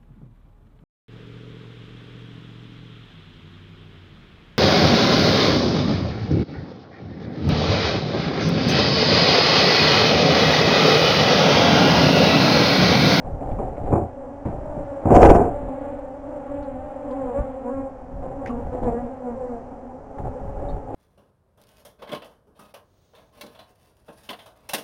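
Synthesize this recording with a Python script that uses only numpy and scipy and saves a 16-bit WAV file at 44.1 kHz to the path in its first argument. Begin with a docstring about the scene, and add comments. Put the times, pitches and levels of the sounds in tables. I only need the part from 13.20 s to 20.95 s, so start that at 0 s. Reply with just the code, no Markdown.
"""Gloves and sleeves rub and bump the metal-covered lid of a wooden hive, over a drone of honeybees.
The lid judders once as the beekeeper shoves it into place, ringing the box in stick-slip jerks.
Bee after bee swoops past a small camera standing on the box, each buzz a stack of wingbeat harmonics.
Every layer has the muffled tone of the camera's housing; the camera overloads on the shove and adds
a faint fizz."""
import sys
import numpy as np
from scipy import signal
from scipy.fft import rfft, irfft, next_fast_len
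from scipy.io import wavfile
from scipy.ndimage import map_coordinates

SR = 44100
rng = np.random.default_rng(int(sys.argv[2]) if len(sys.argv) > 2 else 0)


def store_pcm(level_fs):
    """Save levels as 16-bit WAV."""
    pcm = np.round(np.clip(level_fs, -1, 1) * 32767).astype(np.int16)
    wavfile.write(sys.argv[1], SR, np.atleast_2d(pcm).T)


N = 341685
TIME = np.arange(N) / SR

# Levels in the tables are relative: each layer sets its own overall gain.
# open-air bed: (frequency [Hz], noise density [dB])
AIR_TONE = [(30, 5.5), (200, -3.5), (400, -1.5), (780, 2), (1100, -10.5), (2000, -27.5), (3500, -45),
            (6000, -38), (15000, -72)]
# the circling swarm: (time [s], mean wingbeat [Hz], level [dB])
SWARM_PATH = [(0, 273.6, -39.5), (.8, 275.5, -38), (1.2, 277.9, -40), (1.7, 286.3, -34.5),
              (2.4, 277.3, -32), (3, 276.7, -36), (3.6, 275.3, -33.5), (4.2, 268.3, -32),
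              (4.75, 261.8, -40), (5.2, 262.5, -38), (5.8, 262.2, -37.5), (6.4, 261.1, -41),
              (6.85, 268.2, -44.5), (7.2, 271.2, -36.5), (7.75, 270.4, -39)]
# colour of the swarm: (frequency [Hz], level [dB])
SWARM_TONE = [(220, 0.5), (290, -6.5), (560, -1.5), (820, -8.5), (1000, -20), (1500, -25.5), (2300, -36.5),
              (3800, -47.5)]
# one bee's thin, high buzz: (time [s], wingbeat [Hz], level [dB])
WHINE_PATH = [(6.5, 430.4, -83), (6.7, 427, -53), (7.1, 426.1, -47), (7.4, 420.6, -44),
              (7.75, 427.1, -46.5)]
# gloved hands on the lid: (start [s], length [s], rubbing level [dB], rocking level [dB])
HAND_MOVES = [(0.035, 0.1, -35.5, -29), (0.208, 0.32, -34, -30.5), (0.556, .16, -32.5, -29.5),
              (1.258, .36, -46.5, -34.5), (2.3, 0.19, -40.5, -35.5), (2.595, 0.18, -54, -42.5),
              (3.273, 0.35, -52, -41), (3.917, .35, -50, -42.5), (4.526, 0.038, -49, -35),
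              (4.903, 0.12, -48, -32.5), (5.016, 0.1, -35.5, -36), (5.214, .13, -38.5, -37.5),
              (5.364, 0.1, -40, -29), (5.508, 0.038, -29, -32.5), (5.616, 0.059, -26.5, -31.5),
              (5.748, 0.14, -55, -41.5), (6.965, 0.11, -36.5, -32.5), (7.186, 0.14, -47.5, -33.5),
              (7.355, 0.18, -36, -32), (7.679, .07, -33.5, -38.5)]
# rumble of the rocking box: (frequency [Hz], noise density [dB])
RUMBLE_TONE = [(18, 0.5), (45, 3.5), (62, -3.5), (85, 0), (120, -8), (165, -9.5), (230, -15), (400, -70.5)]
# leather and cloth on the lid: (frequency [Hz], noise density [dB])
RUB_TONE = [(71, -32.5), (120, 2), (147, -7.5), (238, -12.5), (274, -4), (358, -7.5), (399, -5), (474, -8),
            (528, -4), (647, -8.5), (769, 0), (971, -19.5), (5000, -61), (6500, -88.5), (11000, -120)]
# clicks, scuffs and squeaks: (time [s], level [dB], centre [Hz], bandwidth [Hz], 60 dB decay [s])
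TICKS = [(0.314, -48.5, 1800, 1800, 0.048), (.565, -47.5, 2140, 400, .05), (1.253, -50, 1500, 1210, 0.42),
         (3.426, -63, 3983, 1998, 0.15), (3.909, -55.5, 2948, 2500, 0.092), (5.259, -27, 1850, 710, 0.025),
         (5.26, -47.5, 5550, 2400, 0.022), (5.269, -42.5, 1970, 1400, 0.13), (5.29, -51.5, 2750, 300, 0.13),
         (5.271, -58.5, 5500, 2400, 0.14), (5.29, -32.5, 1120, 220, 0.16),
         (5.642, -45.5, 3000, 2500, 0.011), (6.984, -43, 1300, 1200, 0.056), (7.484, -52, 3750, 250, 0.089),
         (7.494, -54, 4330, 250, 0.08)]
# resonances of box and lid: (frequency [Hz], bandwidth [Hz], level [dB])
BOX_MODES = [(83.5, 55, -11), (152.4, 9.5, -7), (254, 50, -3), (333.6, 50, 4), (404, 28, 3.5),
             (454.6, 21.7, 6), (568, 18, 2), (646, 20, 3), (695.6, 29, 1), (716, 12.5, 5.5), (753, 17, 0.5),
             (830, 100, -20), (1120, 97, -27), (1530, 44, -20), (1770, 200, -26), (2430, 300, -40)]
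# dead thud of the boards: (frequency [Hz], level [dB])
THUD_TONE = [(20, 1.5), (60, 6), (400, 5), (780, 6), (1000, -0.5), (1500, -15), (2500, -39.5),
             (3800, -50.5), (8000, -58)]
# slow bending of the boards: (frequency [Hz], level [dB], 60 dB decay [s])
FLEX_MODES = [(84.3, -2.5, 0.31), (115, -1.5, 0.26), (160, 0, .14), (228.7, 0.5, 0.15), (316, -5, 0.16)]
# colour of a padded blow: (frequency [Hz], level [dB])
GLOVE_TONE = [(30, -14.5), (200, 4.5), (500, -0.5), (720, 2), (1000, 4), (1600, -4.5), (2500, 2.5),
              (3200, -13), (8000, -33.5)]
# blows on the box, and a soft thump at 4.184 s as a bee swoops close: (time [s], level [dB], thump offset [dB],
# 20 dB rattle decay [s])
KNOCKS = [(0.209, -17, -22, 0.026), (0.314, -34, 8.5, 0.025), (0.387, -14.5, -16, 0.13),
          (0.718, -10, -0.5, 0.046), (0.726, -4, -5, 0.065), (0.751, -11.5, -5.5, 0.086),
          (0.81, -21, 2, 0.094), (1.254, -14, -3, 0.059), (1.286, -21.5, 0, 0.2),
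          (1.565, -23.5, -1.5, 0.061), (1.855, -7.5, -2.5, 0.089), (1.906, -1, -2.5, 0.057),
          (2.194, -6, -9.5, 0.077), (2.423, -21.5, -10, 0.058), (4.184, -29.5, 7, 0.036),
          (5.536, -17.5, -16.5, 0.023), (5.619, -27, 8.5, .04), (5.644, -27, 3, 0.085),
          (6.517, -27.5, -17, 0.034), (6.984, -28, -1.5, 0.043)]
# steady push on the lid: (time [s], force [dB])
PUSH_FORCE = [(1.88, -24.5), (1.92, -12), (2.08, -12), (2.26, -21), (2.38, -42)]
# the lid breaks loose in jerks: (time [s], force above the steady push [dB])
JERKS = [(1.961, 7.5), (2.026, 8.5), (2.058, 9), (2.104, 10.5), (2.154, 7.5)]
# grit under the lid: (frequency [Hz], noise density [dB])
GRIT_TONE = [(300, -31), (1300, -3), (1900, 2.5), (2700, 3), (3900, -18), (5500, -7.5), (7000, -9.5),
             (9000, -27.5), (15000, -36.5)]
# wing wash on the microphone: (time [s], level [dB], width [s])
WING_WASH = (4.208, -15, 0.0092)
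# colour of a close bee: (frequency [Hz], level [dB])
CLOSE_BEE_TONE = [(220, 2), (290, -4), (560, 1), (750, -8.5), (830, -14.5), (1000, -12), (1350, -27.5),
                  (1600, -30), (1950, -37.5), (2500, -45.5), (3600, -66)]
# fly-bys: (closest at [s], level [dB], wingbeat [Hz], steepest glide [Hz/s], half length [s],
# fundamental offset from the bee's heading [dB])
FLYBYS = [(1.05, -44, 250, -150, .07, 5), (1.532, -36, 295.6, -1, .09, -13),
          (1.731, -33.5, 278.5, -61, 0.0692, -11.5), (2.338, -31, 287.8, 40, 0.0487, -1.5),
          (2.559, -34.5, 271.6, 60, 0.0713, -3.5), (2.841, -41.5, 279.5, 2, .05, 0.5),
          (3.131, -35.5, 294.4, 0.5, 0.041, 0.5), (3.36, -35.5, 284.8, 0, 0.08, 1.5),
          (3.674, -38.5, 296, 61, 0.06076, -2.5), (3.89, -34, 279, -100, 0.0303, 4.5),
          (3.929, -33, 253.2, 98.5, .03, 1), (4.01, -28, 270.6, -230, .045, 4),
          (4.101, -30, 243.2, -180, .04, 0.5), (4.186, -21, 285.7, 329.5, .022, -0.5),
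          (4.281, -37.5, 273.6, -100, .05, 4), (4.49, -28, 245, 99.5, .028, 0),
          (4.574, -27, 271.7, -40, 0.0605, 3), (5.05, -38, 258.3, -1, 0.023, -2),
          (5.22, -34.5, 273.5, -0.5, .04, 2.5), (5.3, -43.5, 258, -200, .03, 1),
          (5.361, -32, 238.5, -39.5, 0.0497, 0.5), (5.56, -30, 252, 60, 0.0304, -8),
          (5.68, -22, 241.1, -330, .022, -5.5), (5.77, -28, 238.8, 129.5, .04, -2.5),
          (5.864, -36, 233.6, -130, 0.022, 2.5), (6.085, -30.5, 242, -210, .04, 0),
          (6.23, -33, 251.6, -130, 0.046, -4.5), (6.329, -33.5, 239.2, -180, .04, -5.5),
          (6.702, -46, 246, 60, 0.1187, 2.5), (7.172, -38.5, 253.7, 1.5, 0.038, 3),
          (7.432, -37, 285.3, -2.5, 0.054, 0)]


def amp(db):
    """Decibels to gain."""
    return 10 ** (np.asarray(db) / 20)


def unit(x):
    """Scale to rms 1."""
    return x / np.sqrt(np.mean(x ** 2) + 1e-20)


def eq_gain(tone, hz):
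    """Gain of an EQ curve at hz, read on a log frequency axis."""
    freqs, db = np.transpose(tone)
    return amp(np.interp(np.log(hz + 1), np.log(freqs + 1), db))


def automation(rows):
    """One value per sample for each column after the time."""
    times, *columns = np.transpose(rows)
    return [np.interp(TIME, times, column) for column in columns]


def gate(rows, fade_s=0.069):
    """1 within the time span of the rows, fading to 0 outside."""
    return np.clip(1 + np.minimum(TIME - rows[0][0], rows[-1][0] - TIME) / fade_s, 0, 1)


def wobble(rate, size=N):
    """Smooth random modulation, rate knots a second."""
    t = TIME[:size]
    knots = rng.standard_normal(int(size * rate / SR) + 5)
    coarse = map_coordinates(knots, [1 + t[::32] * rate], mode="nearest")
    return np.interp(t, t[::32], coarse)


def filtered(x, response):
    """Shape x by a function of frequency."""
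    size = next_fast_len(N + SR // 2)
    return irfft(rfft(x, size) * response(np.fft.rfftfreq(size, 1 / SR)), size)[:N]


def noise(tone):
    """Coloured noise of rms 1."""
    return unit(filtered(rng.standard_normal(N), lambda hz: eq_gain(tone, hz)))


def impulse(tone, size=4096):
    """The tightest (minimum-phase) impulse response with this colour, energy 1."""
    cepstrum = irfft(np.log(eq_gain(tone, np.fft.rfftfreq(size, 1 / SR))))
    cepstrum[1:size // 2] *= 2
    cepstrum[size // 2 + 1:] = 0
    response = irfft(np.exp(rfft(cepstrum)))
    return response / np.linalg.norm(response)


def slips(rate, spread_db):
    """Tiny stick-slip impulses of uneven size, about rate a second, rms 1."""
    clicks = (rng.random(N) < rate / SR) * rng.choice([-1, 1], N)
    return unit(clicks * amp(spread_db * rng.standard_normal(N)))


def open_air(level_db=-42.5, drift_db=2.07):
    """A soft bed of outdoor noise that drifts in level."""
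    return amp(level_db + drift_db * wobble(3.165)) * noise(AIR_TONE)


def swarm(spread=.05, swerve=.04, jitter=0.007925, passing_db=3, bees=12):
    """The drone: each bee has its own wingbeat, swerves in pitch and swells as it passes."""
    mean_hz, db = automation(SWARM_PATH)
    drone = np.zeros(N)
    for offset in np.linspace(-1, 1, bees):
        beat_hz = mean_hz * (1 + spread * offset + swerve * wobble(7) + jitter * wobble(50))
        cycles = np.cumsum(beat_hz) / SR + rng.random()
        drone += amp(passing_db * wobble(6)) * (cycles % 1 - .5)  # one sharp stroke per beat
    # the factor hz flattens the sawtooth's slope ahead of the EQ
    drone = filtered(drone, lambda hz: hz * eq_gain(SWARM_TONE, hz) * (hz > 150) / (1 + (hz / 4000) ** 8))
    return amp(db) * unit(drone)


def wings(hz, tone, turn_db, turn_rate, hum_db=0, rasp_db=0, rasp_hz=1150, harmonics=12):
    """Wingbeat harmonics, voiced relative to the second; each swells and fades as the bee turns."""
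    size = len(hz)
    t, buzz = TIME[:size], np.zeros(size)
    phase = 2 * np.pi * np.cumsum(hz) / SR
    beat_hz, shelf_db = hz[::64], np.broadcast_to(rasp_db, size)[::64]
    for k in range(1, harmonics + 1):
        db = turn_db * wobble(turn_rate, size)[::64] + hum_db * (k == 1)
        db += shelf_db / (1 + (rasp_hz / (k * beat_hz)) ** 8)  # rasp is a high shelf
        gain = amp(db) * eq_gain(tone, k * beat_hz) / eq_gain(tone, 2 * beat_hz)
        buzz += np.interp(t, t[::64], gain) * np.sin(k * phase + 2 * np.pi * rng.random())
    return np.sqrt(2) * buzz


def whining_bee(trim_db=-3.5, jitter=0.00634):
    """One bee beats its wings faster, a thin buzz above the swarm."""
    hz, db = automation(WHINE_PATH)
    tone = [(420, -6.5), (850, -9), (1300, -23.5)]  # (frequency [Hz], level [dB])
    buzz = wings(hz * (1 + jitter * wobble(25)), tone, turn_db=0.5, turn_rate=14, harmonics=3)
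    return gate(WHINE_PATH) * amp(db + trim_db) * buzz


def hand_press(start, length, release_s, attack_s=0.017):
    """Envelope of a hand that presses down, holds and lets go."""
    attack = np.clip((TIME - start) / attack_s, 0, 1)
    return attack * np.exp(-np.maximum(TIME - start - length, 0) / release_s)


def lid_force(jerk_width_s=0.0098):
    """Force on the sliding lid: a steady push that surges at every jerk."""
    surges_db = sum(db * np.exp(-((TIME - at) / jerk_width_s) ** 2 / 2) for at, db in JERKS)
    return gate(PUSH_FORCE) * amp(automation(PUSH_FORCE)[0] + surges_db)


def box_rocking(level_db=0.5, shove_db=-7, resting_db=-47.5, sway_db=2):
    """Low rumble: the box shifts under the hands and the shove, and shakes the camera."""
    moves = [amp(db) * hand_press(at, length, release_s=.06) for at, length, _, db in HAND_MOVES]
    weight = np.max(moves, axis=0)
    shaking = np.sqrt(weight ** 2 + (amp(shove_db) * lid_force()) ** 2 + amp(resting_db) ** 2)
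    return amp(level_db + sway_db * wobble(18)) * shaking * noise(RUMBLE_TONE)


def ticks():
    """Brief bright contacts, each a burst of noise in one resonance."""
    track, t = np.zeros(N + SR), np.arange(SR // 4) / SR
    hz = np.fft.rfftfreq(len(t), 1 / SR)
    for at, db, centre, width, t60 in TICKS:
        resonance = 1 / (1 + (2 * (hz - centre) / width) ** 2)
        burst = irfft(rfft(rng.standard_normal(len(t))) * resonance, len(t))
        rise = 1 - np.exp(-t * width)  # a narrow resonance builds slowly
        track[round(at * SR):][:len(t)] += amp(db - 60 * t / t60) * rise * unit(burst)
    return track[:N]


def glove_rubbing(level_db=0.5, catch_db=2.5):
    """Leather and cloth catch and slip on the lid."""
    grain = unit(signal.fftconvolve(slips(1300, spread_db=3.5), impulse(RUB_TONE))[:N])
    moves = [amp(db) * hand_press(at, length, release_s=0.065) for at, length, db, _ in HAND_MOVES]
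    return amp(level_db + catch_db * wobble(30)) * np.max(moves, axis=0) * grain


def box_body(force, thud_db=-3):
    """A force rings the box's modes on top of the dead thud of the boards."""
    t = np.arange(SR // 2) / SR
    ring = sum((-1) ** k * amp(db) * width * np.exp(-np.pi * width * t) * np.sin(2 * np.pi * hz * t)
               for k, (hz, width, db) in enumerate(BOX_MODES))
    body = ring / np.linalg.norm(ring)
    thud = impulse(THUD_TONE)
    body[:len(thud)] += amp(thud_db) * thud
    return signal.fftconvolve(force, body / np.linalg.norm(body))[:N]


def glove_knocks(body_db=10, rattle_db=-17, flex_db=-5, flex_attack_s=0.00053):
    """Each padded blow bends the boards, and the loose lid rattles after it."""
    force, bending = np.zeros(N), np.zeros(N)
    chatter = slips(900, spread_db=1.5)
    t = np.arange(SR // 3) / SR
    attack = (1 - np.exp(-t / flex_attack_s)) ** 2
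    for at, db, thump_db, rattle_s in KNOCKS:
        start = round(at * SR)
        tail = slice(start, start + len(t))
        force[start] += amp(db)
        force[tail] += amp(db + rattle_db - 20 * t / rattle_s) * chatter[tail]
        thump = sum(amp(mode_db - 60 * t / t60) * np.sin(2 * np.pi * (hz * t + rng.random()))
                    for hz, mode_db, t60 in FLEX_MODES)
        bending[tail] += amp(db + thump_db + flex_db) * thump * attack
    pad = impulse(GLOVE_TONE)
    padded_force = signal.fftconvolve(force, pad / np.abs(rfft(pad)).max())[:N]
    return amp(body_db) * box_body(padded_force) + bending


def lid_grit(level_db=-27, bite=1.75):
    """Grit under the sliding lid rasps when the force is high."""
    grit = unit(signal.fftconvolve(slips(3700, spread_db=5), impulse(GRIT_TONE))[:N])
    return amp(level_db) * lid_force() ** bite * grit


def lid_shove():
    """The lid grinds over the box in a few hard surges."""
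    return box_body(lid_force() * slips(4000, spread_db=2.0))


def wing_wash():
    """One slow swing of air pressure as a bee brushes the microphone."""
    at, db, width = WING_WASH
    u = (TIME - at) / width
    return amp(db) * (4 * u ** 2 - 1) * np.exp(-2 * u ** 2)


def passing_bees(level_db=-3.0, jitter=0.0051, rasp=0.23, rasp_from_db=-31.5, fade_reach=2.48,
                 glide_reach=2.2, chaser_db=-8.0, chaser_swerve=.045, chaser_duck=0.38):
    """Each bee swells with 1 / distance, glides in pitch and turns raspy as it nears; another chases it."""
    pass_s = .8
    size = int(pass_s * SR)
    t, track = TIME[:size] - pass_s / 2, np.zeros(N + 2 * size)
    edges = signal.windows.tukey(size)
    for at, db, hz, glide, half_s, hum_db in FLYBYS:
        position = t / half_s  # in half lengths from the closest point, as are the reaches
        fade = edges * np.exp(-(position / fade_reach) ** 2)  # the bee melts into the swarm
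        gain = amp(db) * fade / np.sqrt(1 + position ** 2)
        near_db = np.maximum(20 * np.log10(gain + 1e-9) - rasp_from_db, -10)
        beat_hz = hz + glide * half_s * glide_reach * np.tanh(position / glide_reach)
        bee_hz = beat_hz * (1 + jitter * wobble(78.7, size))
        bee = wings(bee_hz, CLOSE_BEE_TONE, turn_db=3.5, turn_rate=27.5, hum_db=hum_db,
                    rasp_db=rasp * near_db)
        chaser_hz = beat_hz * (1 + chaser_swerve * wobble(9, size))
        chaser = wings(chaser_hz, CLOSE_BEE_TONE, turn_db=0.5, turn_rate=18, hum_db=hum_db, harmonics=8)
        pair = bee + amp(chaser_db - chaser_duck * near_db) * chaser
        track[round((at + pass_s / 2) * SR):][:size] += gain * pair
    return amp(level_db) * track[size:size + N]


def scene():
    """Mono mix of the open air, the handled hive and the bees."""
    air = open_air()
    hive = glove_rubbing() + glove_knocks() + lid_shove() + lid_grit() + box_rocking() + ticks()
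    bees = passing_bees() + swarm() + whining_bee() + wing_wash()
    return (air + hive + bees)[None]


def record(dry, ceiling=1.02, clock_hz=8000, first_image_db=-40.5, second_image_db=-53, top_hz=15750):
    """The camera overloads, and its coarse sampling mirrors the sound into a faint treble fizz."""
    squashed = dry[0] / (1 + np.abs(dry[0] / ceiling) ** 10) ** (1 / 10)
    mids = filtered(squashed, lambda hz: (hz / 750) ** 2 / (1 + (hz / 1700) ** 3))
    clock = 2 * np.pi * clock_hz * TIME
    fizz = 2 * mids * (amp(first_image_db) * np.cos(clock) + amp(second_image_db) * np.cos(2 * clock))
    return filtered(squashed + fizz, lambda hz: hz < top_hz)[None]


dry = scene()
out = record(dry)
store_pcm(out)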